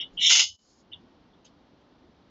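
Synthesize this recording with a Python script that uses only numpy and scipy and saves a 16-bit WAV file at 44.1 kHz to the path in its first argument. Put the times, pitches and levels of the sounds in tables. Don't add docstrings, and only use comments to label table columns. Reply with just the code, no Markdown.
import sys
import numpy as np
from scipy import signal
from scipy.fft import rfft, irfft
from scipy.io import wavfile
from scipy.ndimage import uniform_filter1d

SR = 44100
rng = np.random.default_rng(int(sys.argv[2]) if len(sys.argv) > 2 else 0)


def wav_out(sig):
    wavfile.write(sys.argv[1], SR, np.round(np.clip(np.atleast_2d(sig).T, -1, 1) * 32767).astype(np.int16))


N = 101429
TIME = np.arange(N) / SR

# frequency_hz, level_db
SOFT_CONTACT_SPECTRUM = [(1700, -43.5), (2200, -20), (2500, -33.5), (2850, -2), (3200, -3.5), (3650, -4.5),
                         (3820, -18), (4050, -49.5), (7000, -71.5)]


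def amp(db):
    return 10 ** (np.asarray(db) / 20)


def unit(x):
    return x / np.sqrt(np.mean(x ** 2) + 1e-20)


def decay(t, t60_s):
    return np.exp(-np.log(1000) * t / t60_s)


def curve_at(points, hz):
    point_hz, value = np.transpose(points)
    return np.interp(np.log(hz + 1), np.log(point_hz), value)


def envelope(points, column=1):
    rows = np.array(points)
    return amp(np.interp(TIME, rows[:, 0], rows[:, column], left=-140, right=-140))


def causal_filter(x, gain):
    cepstrum = irfft(np.log(np.maximum(gain, 1e-5)))
    cepstrum[1:len(x)] *= 2
    cepstrum[len(x) + 1:] = 0
    return irfft(rfft(x, 2 * len(x)) * np.exp(rfft(cepstrum)))[:len(x)]


def colour(x, spectrum):
    hz = np.fft.rfftfreq(2 * len(x), 1 / SR)
    low_cut = np.minimum(hz / spectrum[0][0], 1) ** 2
    return causal_filter(x, amp(curve_at(spectrum, hz)) * low_cut)


def band(x, centre_hz, half_width_hz):
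    hz = np.fft.rfftfreq(2 * len(x), 1 / SR)
    return causal_filter(x, 1 / (1 + ((hz - centre_hz) / half_width_hz) ** 6))


def even_out(x, smoothing_hz=130):
    power = abs(rfft(x, 2 * len(x))) ** 2
    humps = uniform_filter1d(power / power.mean(), round(smoothing_hz * 2 * len(x) / SR))
    return causal_filter(x, 1 / np.sqrt(abs(humps) + 1e-9))


def add(mix, start_s, level_db, sound):
    gain = amp(level_db) * np.sqrt(.02 * SR) / (np.linalg.norm(sound) + 1e-12)
    part = mix[max(round(start_s * SR), 0):][:len(sound)]
    part += gain * sound[:len(part)]


def room_tone():
    # frequency_hz, level_db
    spectrum = [(15, -43.5), (25, -13.5), (70, -3), (103, -7), (256, 1), (434, -7.5), (466, -8),
                (912, -11.5), (1920, -21.5), (2500, -24), (3250, -21.5), (4030, -23.5), (5770, -31),
                (6510, -37.5), (7700, -49.5), (10000, -78.5), (16900, -120)]
    # time_s, level_db
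    loudness = [(0, -57), (.22, -58), (.33, -65.5), (.5, -73), (.6, -72), (.7, -65.5), (.82, -62.5),
                (1, -59), (1.4, -60), (2.3, -59.5)]
    gain = amp(np.interp(TIME, *np.transpose(loudness)))
    return gain * unit(colour(rng.standard_normal(N), spectrum))


def hand_bumps():
    # start_s, level_db, length_s, pitch_hz
    bumps = [(.1, -58, 0.12, 30), (.13, -61.5, 0.097, 170), (0.401, -64, .17, 89.6), (.88, -63, 0.13, 90),
             (2.015, -56.5, 0.054, 279.6), (2.03, -67, 0.15, 85)]
    out = np.zeros(N)
    for start_s, level_db, length_s, pitch_hz in bumps:
        swell = np.sin(np.pi * np.clip((TIME - start_s) / length_s, 0, 1))
        rumble = unit(band(rng.standard_normal(N), pitch_hz, half_width_hz=.25 * pitch_hz))
        out += amp(level_db) * swell * rumble
    return out


def tin_ring(sheet_db=10.5, crack_db=-1, split_hz=23, partner_gain=.6):
    # pitch_hz, relative_db, t60_s
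    modes = [(790, -17, .1), (880, -19, .09), (1275, -14, .11), (2080, -22, .09), (2850, -8, .16),
             (2960, -11, .25), (3040, -9, .25), (3110, -11, .23), (3410, -10, .14), (3650, -8, .15),
             (5090, -8, .13), (5243, -14, .24), (5670, -8, .15), (6290, -12, .13), (6600, -12, .15)]
    # frequency_hz, t60_s
    sheet_t60 = [(700, .1), (1700, .09), (2300, .12), (3000, .175), (4500, .195), (7500, .18)]
    t = TIME[:SR // 3]
    bin_hz, frame_s, noise_bins = signal.stft(rng.standard_normal(len(t)), SR, nperseg=256)
    fade = amp(-60 * frame_s / curve_at(sheet_t60, bin_hz)[:, None])
    shimmer = signal.istft(noise_bins * fade, SR, nperseg=256)[1][:len(t)]
    crack = rng.standard_normal(len(t)) * decay(t, t60_s=.02)
    ring = amp(sheet_db) * unit(even_out(unit(shimmer) + amp(crack_db) * unit(crack)))
    for (hz, db, t60_s), (phase, partner_phase, split) in zip(modes, rng.random((len(modes), 3))):
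        partner_hz = hz + split_hz * (.5 + split)
        tone = np.sin(2 * np.pi * (hz * t + phase))
        partner = partner_gain * np.sin(2 * np.pi * (partner_hz * t + partner_phase))
        ring += .5 * amp(db) * unit((tone + partner) * decay(t, t60_s))
    return ring


def contacts(size, per_s, spread_db):
    chance, polarity = rng.random((2, size))
    hit = chance < per_s / SR
    hit[0] = True
    strength = amp(spread_db * np.clip(rng.standard_normal(size), -2, 2))
    return hit * np.sign(polarity - .5) * strength


def chatter(ring, length_s, fade_db=10):
    t = TIME[:len(ring)]
    push = amp(-fade_db * np.minimum(t / length_s, 10) ** 2)
    hits = contacts(len(t), per_s=2900, spread_db=6) * push
    return signal.fftconvolve(hits, ring)[:len(t)]


def metallic_hiss(ring):
    # time_s, level_db
    loudness = [(.11, -95), (.135, -74.5), (.2, -75.5), (.46, -68), (.55, -67.5), (.6, -70.5), (.67, -68.5),
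                (.72, -65.5), (.77, -72), (.805, -67.5), (.83, -80), (.86, -100)]
    # frequency_hz, level_db
    spectrum = [(2500, -21), (4200, -2.5), (5250, 3.5), (5900, -6.5), (6700, 5.5), (7300, -7.5),
                (7700, -18)]
    hiss = signal.fftconvolve(rng.standard_normal(N), ring)[:N]
    return envelope(loudness) * unit(colour(hiss, spectrum))


def pencil_scratches(ring):
    # start_s, level_db, length_s
    scratches = [(1.449, -59.5, 0.017), (1.463, -61.5, 0.0067), (1.812, -76, .003)]
    # frequency_hz, level_db
    spectrum = [(1500, -31), (3000, 14.5), (4200, 7), (6000, 2), (7200, -2), (7700, -8)]
    out = np.zeros(N)
    for start_s, level_db, length_s in scratches:
        add(out, start_s, level_db, colour(chatter(ring, length_s), spectrum))
    return out


def light_touches(ring, tone_fade_s=.013):
    # start_s, level_db, length_s, tone_relative_db, pitch_hz
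    touches = [(0.0, -33, 0.0095, -37, 3000), (.008, -35, 0.011, -15, 5465), (0.022, -37, .012, -16, 2210),
               (0.915, -60.5, .006, 8.5, 3030), (0.925, -42.5, 0.0072, -0.5, 3603),
               (1.332, -79, .005, 9, 3430), (1.4444, -71, .006, 11, 6500)]
    tone_fade = np.exp(-TIME[:len(ring)] / tone_fade_s)
    out = np.zeros(N)
    for start_s, level_db, length_s, tone_db, pitch_hz in touches:
        add(out, start_s, level_db, colour(chatter(ring, length_s), SOFT_CONTACT_SPECTRUM))
        tone = band(chatter(ring, length_s), pitch_hz, half_width_hz=172)
        add(out, start_s, level_db + tone_db, tone * tone_fade)
    return out


def rim_scrape(ring):
    # time_s, middle_db, rasp_db, treble_db
    loudness = [(.168, -54.5, -86, -92), (.175, -30, -77.5, -79), (.186, -27, -51.5, -83),
                (.199, -31.5, -33.5, -57), (.211, -41, -23.5, -39), (.225, -41.5, -21, -31.5),
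                (.25, -35, -19.5, -31), (.267, -30, -18, -21), (.28, -28, -19.5, -25.5),
                (.288, -37.5, -25, -32), (.298, -33.5, -19.5, -22.5), (.31, -54, -52.5, -43)]
    # frequency_hz, level_db
    middle = [(2450, -55), (2700, -12), (2900, 0.5), (3120, 0.5), (3450, -5.5), (3700, -22), (4000, -59),
              (7000, -70)]
    rasp = [(1720, -61.5), (1920, -24.5), (2220, -10), (2500, -22.5), (2900, -7), (3550, 1), (4000, -7.5),
            (4280, -20), (4700, -42.5), (7000, -65.5)]
    treble = [(4700, -42.5), (5100, -2.5), (5450, 3), (5750, -2), (6600, -3), (7200, -10), (7700, -27)]
    slips = unit(contacts(N, per_s=2600, spread_db=1))
    out = np.zeros(N)
    for column, spectrum in enumerate([middle, rasp, treble], 1):
        body = colour(ring, spectrum)
        out += signal.fftconvolve(slips * envelope(loudness, column), body / np.linalg.norm(body))[:N]
    return out


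def lid_clatter(ring, clank_db=-22, mellow_db=-2, leaning_until_s=.345):
    # start_s, level_db, length_s, clank_trim_db
    knocks = [(.2915, -24.5, 0.0097, -9), (0.3016, -16, 0.017, 6.5), (.3145, -18, 0.014, 1),
              (0.327, -20.5, 0.015, 0), (0.3504, -17, 0.017, 3), (0.369, -20, .015, -2.5),
              (0.386, -22, .014, -3.5), (0.3943, -17, .02, 1.5), (0.413, -29, .022, -1)]
    # frequency_hz, level_db
    bright = [(1700, -36.5), (2070, 0.5), (2450, -7.5), (2800, 4), (3200, -2.5), (3900, -5), (4600, -6.5),
              (5100, 1.5), (5500, -5), (6550, 1.5), (7200, -7), (7700, -24)]
    clank = [(430, -27), (690, -11.5), (765, 2.5), (950, 3), (1100, -4), (1300, 4.5), (1750, 2.5),
             (2200, -11)]
    out = np.zeros(N)
    for start_s, level_db, length_s, clank_trim_db in knocks:
        buzz = chatter(ring, length_s)
        add(out, start_s, level_db, colour(buzz, bright))
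        add(out, start_s, level_db + clank_db + clank_trim_db, colour(buzz, clank))
        if start_s < leaning_until_s:
            mellow = colour(chatter(ring, length_s), SOFT_CONTACT_SPECTRUM)
            add(out, start_s, level_db + mellow_db, mellow)
    return out


def scene():
    free = tin_ring()
    held = free * decay(TIME[:len(free)], t60_s=.25)
    metal = rim_scrape(held) + lid_clatter(free) + light_touches(held) + pencil_scratches(held)
    return (metal + metallic_hiss(free) + hand_bumps() + room_tone())[None]


def record(dry):
    dip_db, dip_at_s, dip_half_width_s = -13, .576, .013
    ceiling, rounding_above_hz, band_edge_hz = .6, 900, 7740
    dipped = dry * amp(dip_db * np.exp(-((TIME - dip_at_s) / dip_half_width_s) ** 4))
    soft_clipped = dipped / (1 + (dipped / ceiling) ** 8) ** (1 / 8)
    high_pass = signal.butter(2, rounding_above_hz, "high", fs=SR, output="sos")
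    rounded = dipped - signal.sosfilt(high_pass, dipped - soft_clipped)
    low_pass = signal.firwin(1023, band_edge_hz, window=("kaiser", 9), fs=SR)
    return signal.oaconvolve(rounded, low_pass[None], "same")


dry = scene()
out = record(dry)
wav_out(out)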